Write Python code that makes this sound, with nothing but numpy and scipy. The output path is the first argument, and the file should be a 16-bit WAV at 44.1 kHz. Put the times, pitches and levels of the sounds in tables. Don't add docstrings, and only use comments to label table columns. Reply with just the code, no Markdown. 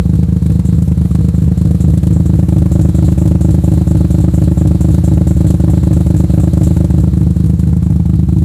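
import sys
import numpy as np
from scipy import signal
from scipy.fft import rfft, irfft
from scipy.io import wavfile

SR = 44100
rng = np.random.default_rng(int(sys.argv[2]) if len(sys.argv) > 2 else 0)


def output_pcm(signal):
    pcm = np.clip(np.atleast_2d(signal).T, -1, 1) * 32767
    wavfile.write(sys.argv[1], SR, np.round(pcm).astype(np.int16))


N = 372204
LEAD = 4410

# time in seconds, nearness to the tip (0 to 1),
# alignment with the outlet (-1 to 1), height above the bumper (0 to 1).
MIC_PATH = [(0, 0.09, -0.22, 0), (.8, 0.04, -0.11, 0.1), (1.15, 0.09, -0.16, 0), (1.5, 0, 0.078, 0),
            (2.3, 0.75, 0.25, 0.05), (2.6, 1, 0.82, 0.16), (6.8, 1, 0.9, 0), (7.2, 0.39, 0.02, 0.1),
            (7.7, 0.07, -0.28, 0.2), (8.05, 0.11, -0.55, 0.4), (8.44, 0.7, -0.29, 0.8)]

LOPE, SHORT, LONE = "101011010100", "10100", "1010100"
RHYTHM = SHORT + LOPE + LONE + 2 * LOPE + SHORT + LONE + 18 * LOPE + SHORT + 6 * LOPE + LONE + 7 * LOPE


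def from_db(db):
    return 10 ** (np.asarray(db) / 20)


def rms_one(x):
    return x / np.sqrt(np.mean(x ** 2) + 1e-20)


def wander(knots_per_s):
    knots = rng.standard_normal(int(N / SR * knots_per_s) + 2)
    return np.interp(np.linspace(0, len(knots) - 1, N), np.arange(len(knots)), knots)


def coloured(spectrum):
    hz = np.fft.rfftfreq(N, 1 / SR) + 1
    point_hz, point_db = np.transpose(spectrum)
    shape_db = np.interp(np.log(hz), np.log(point_hz), point_db, left=-90)
    return rms_one(irfft(rfft(rng.standard_normal(N)) * from_db(shape_db), N))


def clicks(times_s, sizes):
    at = np.round(np.asarray(times_s) * SR).astype(int) + LEAD
    inside = (at >= 0) & (at < N + LEAD)
    return np.bincount(at[inside], np.asarray(sizes)[inside], N + LEAD) + 1e-18


def puff(train, rise_s, fall_s):
    rise, fall = np.exp(-1 / (rise_s * SR)), np.exp(-1 / (fall_s * SR))
    return signal.lfilter([1 - rise], np.convolve([1, -rise], [1, -fall]), train)[LEAD:]


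def ring(train, hz, t60_s):
    r, w = from_db(-60 / (t60_s * SR)), 2 * np.pi * hz / SR
    return signal.lfilter([0, np.sin(w)], [1, -2 * r * np.cos(w), r * r], train)


def soften(train, soft_hz):
    return signal.sosfilt(signal.butter(2, soft_hz, fs=SR, output="sos"), train)


def firings():
    # time in seconds, shaft speed in rpm before the kicks.
    idle_speed = [(0.0, 1546.5), (0.49, 1587.2), (0.99, 1580.7), (1.48, 1551.2), (1.98, 1596.4),
                  (2.47, 1570.7), (2.96, 1554.9), (3.46, 1562.2), (3.95, 1546.0), (4.45, 1529.3),
                  (4.94, 1557.1), (5.44, 1561.3), (5.93, 1551.3), (6.42, 1526.5), (6.92, 1571.6),
                  (7.41, 1567.8), (7.91, 1548.7), (8.4, 1573.5)]
    kick_rpm, kick_kept = 30, .9
    fires = np.array(list(RHYTHM)) == "1"
    at, now_s, swing_rpm = [], -.0436, 0
    for fire in fires:
        at.append(now_s)
        swing_rpm = swing_rpm * kick_kept + (kick_rpm if fire else -kick_rpm)
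        rpm = np.interp(now_s, *np.transpose(idle_speed)) + swing_rpm
        now_s += 30 / rpm
    at = np.array(at)
    same_rotor_fired = np.r_[False, False, fires[:-2]]
    first = fires & ~same_rotor_fired
    return at[fires], first[fires], np.flatnonzero(fires) % 2, at[~fires]


def steady_hiss(hiss_db):
    # frequency in Hz, relative level in dB per Hz.
    hiss_spectrum = [(500, 4), (800, -4.5), (1320, -8.5), (1830, -12.5), (3190, -19.5), (4000, -33),
                     (5290, -19), (7600, -19), (11000, -26.5), (13000, -43), (16000, -25)]
    return from_db(hiss_db - 3.0) * coloured(hiss_spectrum)


def burst_levels(fired, crowded_db):
    crowded_s = .03
    db = np.where(np.diff(fired, prepend=-1) < crowded_s, crowded_db, 0.)
    db[np.argmin(abs(fired - 1.147))] += 10
    return db


def blast(fired, spectrum, delay_s, fall_s, spread_db, crowded_db):
    sizes = from_db(burst_levels(fired, crowded_db) + rng.normal(0, spread_db, len(fired)))
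    return puff(clicks(fired + delay_s, sizes), rise_s=0.0014, fall_s=fall_s) * coloured(spectrum)


def spit(fired, hiss_db):
    # frequency in Hz, relative level in dB per Hz.
    spit_spectrum = [(2500, -7), (4000, -1), (5300, -5.5), (7600, 0.5), (11000, -0.5), (13000, -9.5),
                     (16000, -7)]
    bursts = blast(fired, spit_spectrum, delay_s=0.0023, fall_s=0.008, spread_db=3.0, crowded_db=-2.0)
    return from_db(hiss_db + 5) * bursts


def rasp(fired, rasp_db):
    # frequency in Hz, relative level in dB per Hz.
    rasp_spectrum = [(450, -33), (600, -9.5), (900, -15), (1500, -22), (2500, -27), (4000, -39),
                     (6000, -47.5)]
    bursts = blast(fired, rasp_spectrum, delay_s=0.004, fall_s=0.0051, spread_db=2.0, crowded_db=-4)
    return from_db(rasp_db + 15.0) * bursts


def blow_levels(opened, rotor):
    # time in seconds, jet level in dB before each resonance's own.
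    flares = [(.647, -40), (1.801, -37), (2.123, -43), (2.713, -36), (2.944, -36), (3.041, -35),
              (3.176, -37), (3.405, -33.5), (3.502, -44), (3.638, -37), (5.035, -32.5), (5.463, -34.5),
              (6.16, -36), (6.393, -33.5), (6.629, -33)]
    aside_db, in_line_gain_db, second_rotor_db, spread_db = -50, 13.5, -6.5, 3
    mic = np.array(MIC_PATH)
    in_line = np.interp(opened, mic[:, 0], mic[:, 2])
    db = aside_db + in_line_gain_db * in_line + second_rotor_db * rotor
    db = db + rng.normal(0, spread_db, len(db))
    for s, flare_db in flares:
        db[np.argmin(abs(opened - s))] = flare_db
    return db


def jet(opened, blow_db, hiss_db):
    # frequency in Hz, width in Hz, level in the jet in dB, fall in seconds,
    # steady whistle in dB against the hiss base level.
    tip_resonances = [(4070, 780, -22, 0.041, -12.5), (7480, 580, -4, 0.049, -21),
                      (8270, 1800, -3, 0.014, -31), (10100, 5400, -31, 0.0036, -12.5)]
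    white, out = rng.standard_normal(N), 0
    blows = clicks(opened + 0.0026, from_db(blow_db))
    for hz, width_hz, level_db, fall_s, steady_db in tip_resonances:
        r = np.exp(-np.pi * width_hz / SR)
        poles = [1, -2 * r * np.cos(2 * np.pi * hz / SR), r * r]
        band = rms_one(signal.lfilter([1, 0, -1], poles, white))
        blown = from_db(level_db) * puff(blows, rise_s=0.0036, fall_s=fall_s)
        flow = blown + from_db(hiss_db + steady_db)
        out = out + from_db(2.7 * wander(22)) * flow * band
    return out


def unburnt_puffs(missed):
    sizes = from_db(-11.5 + rng.normal(0, 3.85, len(missed)))
    return soften(soften(clicks(missed + 0.0035, sizes), soft_hz=328), soft_hz=162)


def thump(fired, strength, puffs, near, in_line, hollow_db):
    # frequency in Hz, t60 in seconds, first swing heard from afar,
    # first swing near the tip (from 350 Hz up: in line with it); the sign is push or pull.
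    exhaust_modes = [(64.3, .285, -.382, -.548), (80.5, .399, -.034, -.058), (96.5, .212, .18, .252),
                     (112, .118, .439, .64), (141.4, .066, .651, .799), (164.8, .137, .504, .572),
                     (188.7, .187, -.262, -.335), (198.6, .1, -.186, -.162), (226.1, .085, -.096, -.09),
                     (280.3, .047, -.136, .224), (309.5, .091, -.137, -.479), (331, .204, -.022, -.173),
                     (400, .05, -.05, -.08), (586.8, .06, .028, .2), (732.3, .06, .03, .17),
                     (856, .056, .025, -.12), (1300, .03, .02, .1)]
    # frequency in Hz, t60 in seconds.
    bumper_modes = [(445, 0.12), (472, 0.17)]
    modes = []
    for hz, t60_s, far, close in exhaust_modes:
        blend = near if hz < 350 else in_line
        modes.append((hz, t60_s, far + (close - far) * blend))
    modes += [(hz, t60_s, -from_db(hollow_db)) for hz, t60_s in bumper_modes]
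    out, luck = 0, rng.standard_normal((len(fired), len(modes)))
    for k, (hz, t60_s, swing) in enumerate(modes):
        uneven_db = min(4.0, (hz / 380) ** 2) * luck[:, k]
        pulses = soften(clicks(fired, strength * from_db(uneven_db)), soft_hz=335) + puffs
        out = out + swing * ring(pulses, hz, t60_s)[LEAD:]
    return out


def scene():
    mic_s, *columns = np.transpose(MIC_PATH)
    near, in_line, above = [np.interp(np.arange(N) / SR, mic_s, c) for c in columns]

    def heard_db(aside_db, in_line_db, above_db):
        return aside_db + in_line_db * in_line + above_db * above

    thump_db, rasp_db = heard_db(0.062, 0.28, -.8), heard_db(-46, 4.05, 0.92)
    hiss_db, hollow_db = heard_db(-41.5, 3.74, -2.6), heard_db(-22.5, -0.72, -18)
    fired, first, rotor, missed = firings()
    strength = from_db(np.where(first, -1.9, 0) + rng.normal(0, .3, len(fired)))
    pipe = from_db(thump_db) * thump(fired, strength, unburnt_puffs(missed), near, in_line, hollow_db)
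    whistle = jet(fired[first], blow_levels(fired[first], rotor[first]), hiss_db)
    bursts = rasp(fired, rasp_db) + spit(fired, hiss_db)
    return (pipe + bursts + steady_hiss(hiss_db) + whistle)[None]


def record(dry):
    x = signal.sosfilt(signal.butter(4, 57.6, "high", fs=SR, output="sos"), dry)
    over_db = np.maximum(20 * np.log10(np.abs(x) + 1e-9) + 2.3, 0)
    release_db = 63.0 * np.arange(N) / SR
    held_db = np.maximum.accumulate(over_db + release_db, axis=1) - release_db
    r = np.exp(-1 / (.002 * SR))
    x = x * from_db(-.38 * signal.lfilter([1 - r], [1, -r], held_db))
    x = x / (1 + np.abs(x / .985) ** 30) ** (1 / 30)
    return np.clip(signal.sosfilt(signal.cheby2(16, 60, 15850, fs=SR, output="sos"), x), -1, 1)


dry = scene()
out = record(dry)
output_pcm(out)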